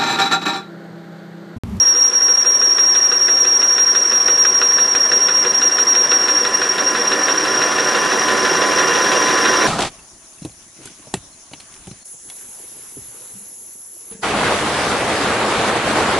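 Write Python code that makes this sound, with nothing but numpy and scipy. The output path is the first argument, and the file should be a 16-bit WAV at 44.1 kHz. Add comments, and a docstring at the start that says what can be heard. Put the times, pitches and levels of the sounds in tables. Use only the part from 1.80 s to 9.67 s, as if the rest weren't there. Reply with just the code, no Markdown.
"""Metal lathe cutting a steel bar

A lathe turns a steel bar about six times a second, heard from close by in a workshop. The tool chatters: a
high, bent sine and a steadier one beat together and stutter with every turn. Then this whine sinks into the
ringing hiss of the cut, which is noise through a resonance. Below it gears hum and rattle (sines and resonant
noise) and the drive clacks once a turn (noise bursts). The background din grows louder as the whine fades; a
fine hiss of chips lies on top."""
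import sys
import numpy as np
from scipy import signal
from scipy.fft import rfft, irfft, next_fast_len
from scipy.io import wavfile
from scipy.ndimage import map_coordinates

SR = 44100
rng = np.random.default_rng(int(sys.argv[2]) if len(sys.argv) > 2 else 0)


def generate_wav(signal):
    """Clip the signal to [-1, 1] and save it as 16-bit WAV at the path in sys.argv[1]."""
    frames = np.transpose(np.atleast_2d(signal))
    scaled = np.clip(frames, -1, 1) * 32767
    pcm = np.round(scaled).astype(np.int16)
    wavfile.write(sys.argv[1], SR, pcm)


N = 347067
TIME = np.arange(N) / SR  # seconds
FIRST_CLACK_S, TURNS_PER_S = .1495, 5.9995


def amp(db):
    """Turn decibels into a gain."""
    return 10 ** (np.asarray(db) / 20)


def unit(x):
    """Scale x to an rms of 1."""
    return x / np.sqrt(np.mean(np.abs(x) ** 2) + 1e-20)


def along(points, hz):
    """Read (Hz, value) points at any frequency, on a log axis."""
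    f, v = np.transpose(points)
    return np.interp(np.log(hz + 1), np.log(f + 1), v)


def curves(rows, at=TIME, period=None):
    """Join the rows by straight lines: one curve for each column after the first."""
    position, *columns = np.transpose(rows)
    return [np.interp(at, position, column, period=period) for column in columns]


def bumps(rows):
    """Smooth bumps from rows of (time in s, width at half height in s, height)."""
    out = np.zeros(N)
    for s, width, height in rows:
        near = slice(*np.searchsorted(TIME, [s - 2 * width, s + 2 * width]))
        half_widths = np.abs(2 * (TIME[near] - s) / width)
        out[near] += height * .5 ** (half_widths ** 3)
    return out


def wobble(rate):
    """A smooth random curve with `rate` random knots a second."""
    coarse = TIME[::16]
    knots = rng.standard_normal(int(N * rate / SR) + 4)
    return np.interp(TIME, coarse, map_coordinates(knots, [coarse * rate]))


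def filtered(x, response):
    """Shape x by a response, given as a function of frequency in Hz."""
    m = next_fast_len(N + SR // 4)
    return irfft(rfft(x, m) * response(np.fft.rfftfreq(m, 1 / SR)), m)[..., :N]


def colour(points):
    """The response that follows (Hz, dB) points."""
    return lambda hz: amp(along(points, hz))


def body(modes):
    """The response of resonances (Hz, width in Hz, dB), added with alternating sign."""
    def response(f):
        total = 0
        for k, (centre, width, db) in enumerate(modes):
            peak = 1j * f * width / (centre * centre - f * f + 1j * f * width)
            total = total + (-1) ** k * amp(db) * peak
        return total
    return response


# How alike left and right sound. Each row: frequency in Hz, likeness from 0 to 1.
LIKENESS = [(30, 0.96), (100, 1), (300, 0.82), (700, 0.92), (1200, 0.68), (1900, 0.99), (2500, 0.84),
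            (3000, 0.73), (3900, 0.73), (4400, 1), (7000, 1)]


def rush(response, force=1):
    """Random force through a response, rms 1; the workshop walls make the two sides partly unlike."""
    def spread(hz):
        angle = np.arccos(np.clip(along(LIKENESS, hz), -1, 1)) / 2
        return response(hz) * np.array([np.cos(angle), np.sin(angle)])
    mid, side = filtered(force * rng.standard_normal((2, N)), spread)
    return unit(np.array([mid + side, mid - side]))


def spindle():
    """Count the turns made since the first clack."""
    return (TIME - FIRST_CLACK_S) * TURNS_PER_S


def passes(share):
    """The times in seconds at which one place on the bar comes round to the tool."""
    return FIRST_CLACK_S + (np.arange(-1, N / SR * TURNS_PER_S) + share) / TURNS_PER_S


# from turn to turn a spot shifts a little and changes in length and strength
SPOT_JITTER_S, SPOT_LENGTH_SCATTER_DB, SPOT_SCATTER_DB = 0.0037, 1.5, 1.5


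def each_turn(spots):
    """Rows of (time, length, height): on each pass a spot acts or not by its odds, varying at random."""
    rows = []
    for share, length, height, odds in spots:
        s = passes(share)
        late, longer, stronger = rng.standard_normal((len(s), 3)).T
        acts = rng.random(len(s)) < odds
        starts = s + SPOT_JITTER_S * late
        lengths = length * amp(SPOT_LENGTH_SCATTER_DB * longer)
        heights = acts * height * amp(SPOT_SCATTER_DB * stronger)
        rows += list(zip(starts, lengths, heights))
    return rows


# Rise in level of the background din, also used by the thuds and chips below. Each row: time in seconds, level
# in dB before each layer's own level.
DIN_SWELL = [(0.0, -29.5), (4.1, -24), (6.38, -17), (7.87, -15)]
# Load on the gears around a turn. Each row: share of a turn from 0 to 1,
# change of the low din in dB, change of the high din in dB.
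GEAR_LOAD = [(0, -1, 0.5), (.1, 0.5, 2), (.3, 2, 0.5), (.5, -0.4, -0.5), (.62, -0.5, 2), (.78, -0.5, -0.5),
             (.9, 1, 0.5)]
# Resonances of the headstock. Each row: frequency in Hz, width in Hz, relative level in dB.
HOUSING_MODES = [(204.6, 9.1, -7), (238, 22, -6), (287, 8.8, -0.5), (306, 13.4, -0.5), (371.6, 22.7, 3),
                 (418, 30, -1), (469, 34, 2.5), (502.4, 39, 2), (549.7, 18, 1.5), (598, 16, -1.5),
                 (650, 28, -3.5), (761.5, 29, -4)]
# Resonances of its covers. Each row: frequency in Hz, width in Hz, relative level in dB.
COVER_MODES = [(899, 20, -3), (990, 89, -5), (1050, 57, -2), (1125, 27, -1), (1196, 60, -2.5),
               (1351, 34, 0), (1418, 40, 1), (1538, 42, 1), (1681, 25, 1), (1760, 56, 1), (1890, 71, 0),
               (2060, 91, -6.5), (2376, 165, -9.5), (2791, 30, -2.5), (3234, 35, -9), (3376, 25, -14),
               (3400, 13, -6.5), (3556, 14, -8.5), (3720, 15, -9), (3966, 27, -7), (4900, 110, -16)]
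# Broad grinding noise. Each row: frequency in Hz, relative level in dB per Hz.
GRIND_COLOUR = [(100, -26), (250, -6), (450, -3), (850, -1), (1300, -1.5), (1850, -5.5), (2200, -10.5),
                (3000, -6.5), (4000, -11), (4500, -12), (7000, -16), (11000, -36)]
# Gear and motor tones. Each row: frequency in Hz, relative rms level in dB.
GEAR_TONES = [(54, -66), (120, -59), (310, -42), (378, -38.5), (480, -42), (761, -41), (1121.7, -35),
              (1256, -40), (1425, -42.5), (1663, -37), (1767, -36.5), (2782, -47.5)]
# Low rumble. Each row: frequency in Hz, relative level in dB per Hz.
RUMBLE_COLOUR = [(15, -50), (28, -30), (50, -5), (95, -8.5), (150, 3), (210, 1.5), (300, -3), (600, -43)]
MESH_HZ = 1016.2  # strongest tone of the meshing teeth
GEARS_DB, RUMBLE_DB = -5.5, -22.5  # against the din


def gears(turns):
    """Teeth rattle in the headstock, pulsing with motor torque and load, around steady mesh tones."""
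    din_db, = curves(DIN_SWELL)
    low_db, high_db = curves(GEAR_LOAD, turns, period=1)
    torque = np.sin(2 * np.pi * 120 * TIME)
    housing = amp(-1.5 + low_db) * rush(body(HOUSING_MODES), amp(2.3 * torque + 1.43 * wobble(90)))
    covers = amp(1.0 + high_db) * rush(body(COVER_MODES), amp(2 * torque + 1.64 * wobble(200)))
    grind = amp(-2.0 + high_db) * rush(colour(GRIND_COLOUR), amp(0.88 * torque + 1.5 * wobble(250)))
    # each tone wavers a little; the higher ones reach the two sides more out of step
    tones = np.zeros((2, N))
    for hz, db in GEAR_TONES:
        phase = 2 * np.pi * hz * TIME + 0.73 * wobble(14)
        side_phase = min(hz / 1500, .3) * rng.standard_normal((2, 1))
        tones += np.sqrt(2) * amp(db + 2.05 * wobble(12)) * np.sin(phase + side_phase)
    mesh_phase = 2 * np.pi * MESH_HZ * TIME + 0.11 * wobble(11)
    mesh = np.sqrt(2) * amp(-29.0 + 0.83 * wobble(14)) * np.sin(mesh_phase)
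    rattle = housing + covers + grind + amp(25.0) * (tones + mesh)
    rumble = rush(colour(RUMBLE_COLOUR))
    return amp(din_db + GEARS_DB) * rattle + amp(din_db + RUMBLE_DB) * rumble


def thuds(times):
    """Each clack also sets the headstock humming: single pulses ring three resonances."""
    blows = np.zeros(N)
    din_db, = curves(DIN_SWELL)
    for s, chance in zip(times, rng.standard_normal(len(times))):
        blows[round(s * SR)] = amp(2.8 * chance)
    hum = unit(filtered(blows, body([(381.4, 18, -6), (486.3, 10.6, 0), (513.4, 16, -6.0)])))
    return amp(-38.5 + 0.092 * (din_db - din_db.mean())) * hum


CLACK_SCATTER_DB, CLACK_JITTER_S = 0.8, .0006


def clack_times():
    """One clack per turn, a hair early or late."""
    s = passes(0)
    s = s + CLACK_JITTER_S * rng.standard_normal(len(s))
    return s[(s > 0) & (s < TIME[-1])]


# Strength of the clacks. Each row: time in seconds, strength in dB before the final mix.
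CLACK_STRENGTH = [(0, -24.5), (.65, -23), (.81, -18), (2.6, -15), (5.4, -12.5), (7.87, -13.5)]
# Colour of a clack. Each row: frequency in Hz, relative level in dB per Hz.
CLACK_SPECTRUM = [(200, -36), (500, -20), (800, -14.5), (1400, 6), (1850, 3), (2150, -10.5), (2700, -1),
                  (3200, -9), (3900, -2), (4600, -22.5), (7000, -19.5), (11000, -43)]


def clacks(times):
    """Slack in the drive closes once a turn: a sharp blow, a rebound, a short rattle, later light ticks."""
    power = np.zeros(N + SR)
    t = np.arange(SR // 4) / SR

    def blow(delay, t60):
        # starts at `delay` and falls by 60 dB in t60, both in seconds
        return (t >= delay) * amp(-60 * np.abs(t - delay) / t60)

    strength_db = curves(CLACK_STRENGTH, times)[0]
    strength_db = strength_db + CLACK_SCATTER_DB * rng.standard_normal(len(times))
    for s, db, chance in zip(times, strength_db, rng.standard_normal((len(times), 5))):
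        rebound_s = 0.0045 + 0.0016 * abs(chance[1])
        contacts = [
            amp(-1.0 + 1.3 * chance[4]) * blow(0, 0.032),  # sharp blow
            amp(-0.5) * blow(0, 0.12),  # short rattle
            amp(-7 + 2 * chance[0]) * blow(rebound_s, 0.022),
            amp(-11) * blow(0, 0.26),  # weak tail
            amp(-9.5 + 3.3 * chance[2]) * blow(0.08, 0.016),  # light ticks
            amp(-13 + 3.6 * chance[3]) * blow(0.09, 0.031)]
        power[round(s * SR):][:len(t)] += amp(db) ** 2 * np.sum(np.square(contacts), axis=0)
    return amp(-4) * np.sqrt(power[:N]) * rush(colour(CLACK_SPECTRUM))


# Colour of the chip hiss. Each row: frequency in Hz, relative level in dB per Hz.
CHIP_COLOUR = [(2500, -13), (5000, -20), (6400, -23), (7000, 12), (7500, -3.5), (8000, 8.5), (8400, -3),
               (9000, 9), (9600, 6), (10400, 3), (11500, 0.5), (12200, -9.5)]
HISS_DB, HISS_FOLLOWS = -39.5, 0.52  # mean level; share of the din's swell it follows


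def chips():
    """The chip shears off the bar with a fine, grainy hiss: noise of quickly changing strength."""
    din_db, = curves(DIN_SWELL)
    level_db = HISS_DB + HISS_FOLLOWS * (din_db - din_db.mean())
    return amp(level_db) * rush(colour(CHIP_COLOUR), amp(1.1 * wobble(600)))


# Strength of the chatter before its limit. Each row: time in seconds, steady swing in dB,
# ring of the plain cut in dB.
CUT_STRENGTH = [(0, -6, -30), (1.1, -6, -26.5), (2, -8.5, -22.5), (4.4, -11, -25), (4.65, -24.5, -24.5),
                (6.2, -31.5, -24.5), (7.3, -26.5, -22.5), (7.87, -25, -23)]
# Hard and soft stretches around the bar. Each row: share of a turn after the clack from 0 to 1,
# change of swing in dB, pitch in Hz before the climb and wavering.
BAR_STRETCHES = [(.02, -3, 5490), (.08, -2, 5600), (.18, 0, 5630), (.3, 0, 5625), (.39, -3, 5580),
                 (.45, -1, 5605), (.52, -3, 5565), (.62, 1.5, 5608), (.77, 0, 5638), (.87, -2, 5578),
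                 (.96, -3, 5508)]
# Places on the bar where the whine stalls. Each row: share of a turn from 0 to 1,
# typical length in seconds, typical depth from 0 to 1, odds per turn from 0 to 1.
STALLS = [(.24, 0.024, 0.52, 0.22), (.38, 0.016, 0.5, 0.4), (.53, 0.018, 0.56, .25), (.74, 0.015, .6, .12),
          (.99, .024, 0.65, 0.93)]
# The few times the whine sinks deeply. Each row: time in seconds, length in seconds, depth from 0 to 1.
DEEP_DIPS = [(.32, 0.051, 0.64), (.653, .03, 0.77), (4.053, 0.032, 1), (4.277, 0.038, 1)]
# Places where the dying whine flares up. Each row: share of a turn from 0 to 1,
# typical length in seconds, level in dB before fading, odds per turn from 0 to 1.
FLARES = [(.13, 0.017, -13, .75), (.25, .014, -14, .4), (.44, 0.012, -10, .65), (0.59, 0.017, -12.5, .9),
          (.78, .015, -13, .75), (0.928, 0.021, -13, .45)]
FLARES_FROM_S, FLARES_TO_S, FLARE_FADE_DB_PER_S = 4.5, 6.1, 4.5
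# the mode climbs in pitch as the chatter dies
CLIMB_FROM_S, CLIMB_HZ_PER_S = 5.25, 42


def chatter(turns):
    """Tool and bar feed their own vibration; the tool sags and stalls, beating with the ringing bar."""
    swing_db, ring_db = curves(CUT_STRENGTH)
    climb_hz = CLIMB_HZ_PER_S * np.maximum(TIME - CLIMB_FROM_S, 0)
    around_db, pitch_hz = curves(BAR_STRETCHES, turns + .022 * wobble(14), period=1)
    grip = (1 - bumps(each_turn(STALLS))) * (1 - bumps(DEEP_DIPS))
    grip = np.clip(grip, .05, 1)
    catches = each_turn([(share, length, amp(db), odds) for share, length, db, odds in FLARES])
    flare_rows = []
    for s, length, height in catches:
        if FLARES_FROM_S < s < FLARES_TO_S:
            fade = amp(-FLARE_FADE_DB_PER_S * (s - FLARES_FROM_S))
            flare_rows.append((s, length, height * fade))
    swing = amp(swing_db) * grip + bumps(flare_rows)

    tool_hz = pitch_hz + climb_hz + 12 * wobble(30) + 8 * wobble(300)
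    tool_level = swing * amp(around_db + 0.9 * wobble(70))
    tool = tool_level * np.exp(2j * np.pi * np.cumsum(tool_hz) / SR)
    # the bar nearly holds its own pitch, so every sag of the tool makes fast beats
    bar_hz = 5620 + climb_hz + 7 * wobble(25)
    bar = swing * amp(-4.0 + 1.9 * wobble(19)) * np.exp(2j * np.pi * np.cumsum(bar_hz) / SR)

    # the tearing chip keeps the same mode ringing, a little higher late in the cut
    skirt = colour([(3500, -32), (5000, -6), (5400, 2.5), (5770, 1), (5900, -1.0), (6300, -4),
                    (8000, -23)])
    early = rush(lambda hz: body([(5620, 130, 0)])(hz) * skirt(hz)).mean(axis=0)
    late = rush(lambda hz: body([(5655, 210, 0)])(hz) * skirt(hz)).mean(axis=0)
    late_share = np.clip(climb_hz / 50, 0, 1)
    ring = np.sqrt(1 - late_share) * early + np.sqrt(late_share) * late
    ring = amp(ring_db + 2.1 * wobble(50)) * ring
    motion = amp(1.0) * (tool + bar) + signal.hilbert(ring, next_fast_len(N))[:N]

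    # the swing cannot grow past the point where the tool leaves the metal:
    # flat tops between narrow notches
    ceiling = amp(-7.5 + 0.56 * wobble(40))
    motion = motion / (1 + (np.abs(motion) / ceiling) ** 4) ** (1 / 4)
    # squaring doubles the pitch
    overtone = amp(-23.5) * motion ** 2 * np.exp(1j * wobble(220))
    # the steel radiates best near its mode, which rounds the notches
    radiation = colour([(4800, -7), (5300, -1.5), (5480, 0.5), (5750, -0.5), (5900, 0.0), (6400, -12)])
    return amp(0.51 * wobble(60)) * filtered(motion.real, radiation) + overtone.real


def scene():
    """Mix the machine, a little to the right, with the cut straight ahead."""
    turns, times = spindle(), clack_times()
    headstock = gears(turns) + thuds(times) + clacks(times)
    left_right = amp([[-.65], [.6]])
    return headstock * left_right + chips() + chatter(turns)


TOP_HZ = 11950


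def record(dry):
    """Cut off the sound very steeply above the top frequency."""
    return filtered(dry, lambda hz: 1 / (1 + (hz / TOP_HZ) ** 160))


dry = scene()
out = record(dry)
generate_wav(out)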